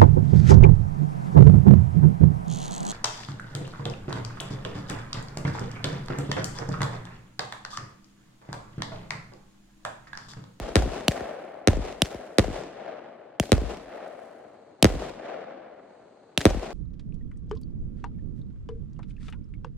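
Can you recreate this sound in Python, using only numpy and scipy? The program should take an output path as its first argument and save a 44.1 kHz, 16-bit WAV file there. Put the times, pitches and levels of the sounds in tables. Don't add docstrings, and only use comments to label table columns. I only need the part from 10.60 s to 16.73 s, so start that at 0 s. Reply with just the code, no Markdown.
import sys
import numpy as np
from scipy import signal
from scipy.fft import rfft, irfft, next_fast_len
from scipy.io import wavfile
from scipy.ndimage import uniform_filter1d, minimum_filter1d

SR = 44100
rng = np.random.default_rng(int(sys.argv[2]) if len(sys.argv) > 2 else 0)


def generate_wav(signal):
    frames = np.transpose(np.atleast_2d(signal))
    scaled = np.clip(frames, -1, 1) * 32767
    pcm = np.round(scaled).astype(np.int16)
    wavfile.write(sys.argv[1], SR, pcm)


N = 270333
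BLAST_SIZE = 8192
DEEP_HZ, BASS_HZ, MIDDLE_HZ, TREBLE_HZ = 80, 250, 700, 1700
SOUND_M_PER_S = 330


# (time [s], boom [dB], crack [dB], deep bass [dB],
# near trees [dB], forest [dB], slaps [dB], extra echo path from the drift of the shell [m],
# sizzle of the stars [dB])
BURSTS = [(-.13, -1, -19, 9, 5, -6, -18, 0, -65), (0.1562, -3, -10.5, 4, 7, 2, -1.5, 2.7, -74.5),
          (1.074, -2.5, -8.5, 4.5, 4, -3.5, -1.5, 0, -68.5),
          (1.7843, -0.5, -7.5, -0.5, 5, -2, -2, 0.4, -87),
          (2.9192, -2, -10.5, 4.5, 3.5, -2, -2.5, 0.75, -70.5),
          (4.2445, 0, -7, 2.5, 4.5, 0.5, -4, -0.6, -95.5), (5.8542, 0.5, -8.5, 2, 5, -4, -2.5, -1.8, -75)]
# (frequency [Hz], relative level [dB])
BURST_SPECTRUM = [(25, 9.5), (38, 26.5), (52, 35.5), (85, 33.5), (150, 30.5), (300, 34.5), (550, 31),
                  (720, 24.5), (950, 17.5), (1900, 28.5), (2800, 20.5), (4500, 23), (7200, 21), (10000, 13),
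                  (16000, -3)]
# (frequency [Hz], left minus right [dB])
FROM_ABOVE = [(60, -1.5), (350, 0), (850, -4), (1300, 13), (2100, 0), (2900, -15), (4000, 12), (5000, -2),
              (7000, 3), (14000, 0)]
# (delay without drift [s], share of the drift [-],
# relative bass [dB], relative middle [dB], relative treble [dB])
BURST_SLAPS = [(.058, 1, -25.5, -7, -31), (.095, .7, -13, -18.5, -39), (.114, 0.035, -13, -31.5, -57),
               (.177, 0.08, -38, -12, -36.5), (.2515, 0.058, -34.5, -20.5, -35.5)]


def bursts():
    out = np.zeros((2, N))
    for s, boom_db, crack_db, deep_db, _, _, slaps_db, drift_m, _ in BURSTS:
        tone = [(DEEP_HZ, deep_db), (BASS_HZ, boom_db), (MIDDLE_HZ, boom_db), (TREBLE_HZ, crack_db)]
        bang = blast(BURST_SPECTRUM, tone, FROM_ABOVE, left_lag_ms=.33, ground=.53,
                     ragged=.22, ragged_s=.0008)
        add(out, bang, s)
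        for delay_s, share, *colour in BURST_SLAPS:
            echo_s = s + delay_s + share * drift_m / SOUND_M_PER_S
            add(out, from_db(slaps_db) * slap(*colour), echo_s)
    return out


# (time [s], boom [dB], crack [dB], near trees [dB],
# crack of the slaps [dB])
LAUNCHES = [(0.4817, -2.5, -1, 2, -1), (1.4198, -4, -0.5, 1, -2.5), (2.7988, -4, -6.5, -0.5, -7.5),
            (4.2264, 1, 4.5, 1.5, -2.5), (5.7766, -10, -4, 4, 7)]
# (frequency [Hz], relative level [dB])
LAUNCH_SPECTRUM = [(25, 16), (60, 28.5), (170, 33.5), (300, 29), (450, 22), (650, 27.5), (1000, 14),
                   (1500, 13), (2800, 20), (4500, 14.5), (7000, 8), (10000, 6), (16000, -6.5)]
# (frequency [Hz], left minus right [dB])
FROM_AHEAD = [(60, 2), (700, 3.5), (1000, -3), (2000, 2), (2900, -7), (4000, -5.5), (5500, 3), (8000, -3),
              (14000, 0)]
# (delay [s], relative bass [dB],
# relative middle [dB], relative treble [dB])
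LAUNCH_SLAPS = [(.030, -36, -23.5, -27.5), (.037, -31, -21, -27), (.095, -34, -18.5, -37),
                (.126, -20.5, -21.5, -35.5)]


def launches():
    out = np.zeros((2, N))
    for s, boom_db, crack_db, _, slap_crack_db in LAUNCHES:
        tone = [(MIDDLE_HZ, boom_db), (TREBLE_HZ, crack_db)]
        pop = blast(LAUNCH_SPECTRUM, tone, FROM_AHEAD, left_lag_ms=.026, ground=0,
                    ragged=.94, ragged_s=.0012)
        add(out, pop, s)
        for delay_s, bass_db, middle_db, treble_db in LAUNCH_SLAPS:
            add(out, slap(bass_db, middle_db, treble_db + slap_crack_db), s + delay_s)
    return out


def blast(spectrum, tone, ports, left_lag_ms, ground, ragged, ragged_s, ragged_hz=3500, snow_hz=2200,
          ground_delay_s=.0095):
    hz = np.arange(BLAST_SIZE // 2 + 1) * SR / BLAST_SIZE
    t = np.arange(BLAST_SIZE) / SR
    gain = from_db(at_hz(spectrum, hz) + at_hz(tone, hz)) * left_right(at_hz(ports, hz))
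    pulse = causal(gain)
    scatter = rng.standard_normal(BLAST_SIZE) * np.exp(-t / ragged_s)
    scatter /= np.sqrt(np.sum(scatter ** 2))
    share = np.clip(ragged, 0, 1) * hz ** 4 / (hz ** 4 + ragged_hz ** 4)
    pulse = pulse * (np.sqrt(1 - share) + np.sqrt(share) * rfft(scatter))
    pulse[0] *= np.exp(-2j * np.pi * hz * left_lag_ms / 1000)
    bounce = ground * np.exp(-2j * np.pi * hz * ground_delay_s) / (1 + 1j * hz / snow_hz)
    fade = np.clip(2 - 4 * t / t[-1], 0, 1)
    return irfft(pulse * (1 + bounce)) * fade


def causal(gain):
    cepstrum = irfft(np.log(gain))
    cepstrum[:, 1:BLAST_SIZE // 2] *= 2
    cepstrum[:, BLAST_SIZE // 2 + 1:] = 0
    return np.exp(rfft(cepstrum))


# (frequency [Hz], left minus right [dB])
ECHO_BALANCE = [(60, 1), (200, 3), (650, 5.5), (1300, -1), (2400, 1.5), (8000, -0.5)]


def slap(bass_db, middle_db, treble_db):
    tone = [(BASS_HZ, bass_db), (MIDDLE_HZ, middle_db), (TREBLE_HZ, treble_db),
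            (7000, treble_db - 6), (16000, treble_db - 20)]
    echo = blast(BURST_SPECTRUM, tone, ECHO_BALANCE, left_lag_ms=0, ground=0,
                 ragged=.85, ragged_s=.0025, ragged_hz=1318)
    return from_db(-2) * echo


# (frequency [Hz], likeness [-])
LIKENESS = [(50, 0.6), (150, 0.8), (300, 1.3), (640, 0.13), (1400, 0.98), (3000, 0.3), (6000, -0.5),
            (15000, 0.66)]


def rolling_echoes(trunks_db=1.5, clumps_db=.85):
    size = next_fast_len(N)
    spectra = rfft(rng.standard_normal((2, size)))
    hz = np.arange(size // 2 + 1) * SR / size
    alike = np.clip(at_hz(LIKENESS, hz), -1, 1)
    ports = np.sqrt(1 + alike) * spectra[0] + np.sqrt(1 - alike) * spectra[1] * [[1], [-1]]
    ports = ports * left_right(at_hz(ECHO_BALANCE, hz))
    t = np.arange(0, N, 32) / SR
    now = np.arange(N) / SR
    bunching = from_db(trunks_db * flutter(t, per_s=490) + clumps_db * flutter(t, per_s=85))
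    octave = np.log2(np.maximum(hz, 1))
    out = np.zeros((2, N))
    for centre in 28 * 2 ** (np.arange(19) / 2):
        weight = np.maximum(1 - 2 * abs(octave - np.log2(centre)), 0)
        band = irfft(ports * weight, size)[:, :N]
        envelope = bunching * np.sqrt(scattered_power(t, centre) / 1.5)
        out += rms_one(band) * np.interp(now, t, envelope)
    return out


# (frequency [Hz], relative level [dB per half octave])
RUMBLE = [(25, -48.5), (38, -30.5), (52, -19.5), (80, -43), (150, -36), (300, -22), (600, -67), (1200, -77)]
NEAR_BURST = [(50, -77.5), (150, -52), (350, -42.5), (650, -37.5), (1000, -48), (2000, -48.5),
              (4000, -49.5), (8000, -50.5), (11000, -61), (16000, -73)]
NEAR_LAUNCH = [(50, -73), (200, -51.5), (650, -45), (1000, -63), (2500, -53.5), (5000, -52), (8000, -52),
               (16000, -68.5)]
FOREST = [(40, -90.5), (100, -80.5), (200, -55.5), (400, -48.5), (620, -35.5), (950, -52.5), (1500, -46.5),
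          (2500, -52), (4000, -55), (8000, -59.5), (16000, -81)]


def scattered_power(t, hz, air_db_per_khz_s=4.5, snow_db_per_hz_s=1.6, launch_db_per_s=55):
    power = night_air_power(hz)
    air = air_db_per_khz_s * hz / 1000
    for s, _, _, deep_db, near_db, forest_db, *_ in BURSTS:
        age = np.maximum(t - s, 0)
        rumble_return, near_return, forest_return = burst_returns(age)
        rumble = deep_db + at_hz(RUMBLE, hz) + rumble_return - snow_db_per_hz_s * hz * age
        near = near_db + at_hz(NEAR_BURST, hz) + near_return
        forest = forest_db + at_hz(FOREST, hz) + forest_return
        returns = from_db(np.array([rumble, near, forest]) - air * age)
        power = power + (t > s) * np.sum(returns ** 2, axis=0)
    for s, _, _, near_db, _ in LAUNCHES:
        age = np.maximum(t - s, 0)
        level = near_db + at_hz(NEAR_LAUNCH, hz) - (launch_db_per_s + air) * age
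        power = power + (t > s) * from_db(level) ** 2
    return power


def burst_returns(age):
    rumble = power_sum(
        -2.5 + swell(age, full_s=.08, rise_db_per_s=69.5, hold_s=.04, fall_db_per_s=398.5),
        -5.5 - 44.5 * age)
    bushes = .5 - 115 * age
    edge = -6.5 + swell(age, full_s=.18, rise_db_per_s=112, hold_s=.035, fall_db_per_s=125.5)
    trunks = -12 + swell(age, full_s=.18, rise_db_per_s=112, hold_s=.035, fall_db_per_s=39.5)
    near = power_sum(bushes, edge, trunks)
    forest = swell(age, full_s=.41, rise_db_per_s=140.5, hold_s=.086, fall_db_per_s=23.5)
    return rumble, near, forest


def stars(low_hz=3000, high_hz=10000, pops_per_s=2500, size_db=3.5):
    sizes = from_db(size_db * np.minimum(rng.exponential(1, N), 4))
    pops = (rng.random(N) < pops_per_s / SR) * sizes
    band = signal.butter(2, [low_hz, high_hz], "band", fs=SR, output="sos")
    snaps = signal.sosfilt(band, pops * rng.standard_normal((2, N)) + 1e-18)
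    t = np.arange(N) / SR
    burning = [sizzle_db + swell(t - s, full_s=.25, rise_db_per_s=151.5, hold_s=.5, fall_db_per_s=48.5)
               for s, *_, sizzle_db in BURSTS]
    return rms_one(snaps) * from_db(power_sum(*burning))


# (frequency [Hz], width [Hz], relative level [dB])
TUBE = [(4250, 700, -7), (6460, 1200, -14.5), (7800, 200, -13.5)]
# (time of full level [s], length of hold [s], level [dB])
FLARES = [(3.5, 0.73, -76), (5.3, 0.48, -75)]


def fuse(smoulder_db=-88):
    gas = rng.standard_normal((2, N))
    t = np.arange(N) / SR
    hiss = np.zeros((2, N))
    for hz, width, db in TUBE:
        b, a = signal.iirpeak(hz, hz / width, fs=SR)
        hiss += from_db(db) * signal.lfilter(b, a, gas)
    hiss = signal.sosfilt(signal.butter(4, 9000, fs=SR, output="sos"), hiss)
    flares = [db + swell(t, full_s=s, rise_db_per_s=50, hold_s=length_s, fall_db_per_s=40)
              for s, length_s, db in FLARES]
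    return rms_one(hiss) * from_db(power_sum(smoulder_db, *flares))


# (frequency [Hz], level [dB per half octave])
NIGHT = [(30, -104), (120, -75.5), (500, -59.5), (1500, -73.5), (4000, -83.5), (9000, -100), (16000, -112)]


def night_air_power(hz):
    return from_db(at_hz(NIGHT, hz)) ** 2


def swell(age, full_s, rise_db_per_s, hold_s, fall_db_per_s):
    rise = -rise_db_per_s * np.maximum(full_s - age, 0)
    fall = -fall_db_per_s * np.maximum(age - full_s - hold_s, 0)
    return rise + fall


def flutter(t, per_s):
    return rms_one(np.interp(t * per_s, np.arange(4096), rng.standard_normal(4096)))


def power_sum(*levels_db):
    return 10 * np.log10(sum(from_db(db) ** 2 for db in levels_db) + 1e-30)


def from_db(db):
    return 10 ** (np.asarray(db) / 20)


def rms_one(x):
    return x / np.sqrt(np.mean(x ** 2) + 1e-20)


def at_hz(points, hz):
    f, value = np.transpose(points)
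    return np.interp(np.log(np.maximum(hz, 1)), np.log(f), value)


def left_right(db):
    return from_db(np.array([[.5], [-.5]]) * db)


def add(out, sound, s):
    start = round(s * SR)
    first, last = max(start, 0), min(start + sound.shape[1], N)
    if last > first:
        out[:, first:last] += sound[:, first - start:last - start]


def scene():
    return bursts() + launches() + rolling_echoes() + stars() + fuse()


def bass_lag(x, corner_hz=140, count=8):
    k = np.tan(np.pi * corner_hz / SR)
    pole = (1 - k) / (1 + k)
    return signal.sosfilt([[pole, -1, 0, 1, -pole, 0]] * count, x)


def limiter(x, size=15):
    gain = np.minimum(1, .84 / (abs(x) + 1e-9))
    return x * uniform_filter1d(minimum_filter1d(gain, size), size)


def record(dry, low_cut_hz=33, top_cut_hz=16600):
    low_cut = signal.butter(4, low_cut_hz, "high", fs=SR, output="sos")
    top_cut = signal.ellip(10, .1, 80, top_cut_hz, fs=SR, output="sos")
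    thinned = signal.sosfilt(low_cut, dry)
    limited = limiter(bass_lag(thinned))
    return signal.sosfilt(top_cut, limited)


dry = scene()
out = record(dry)
generate_wav(out)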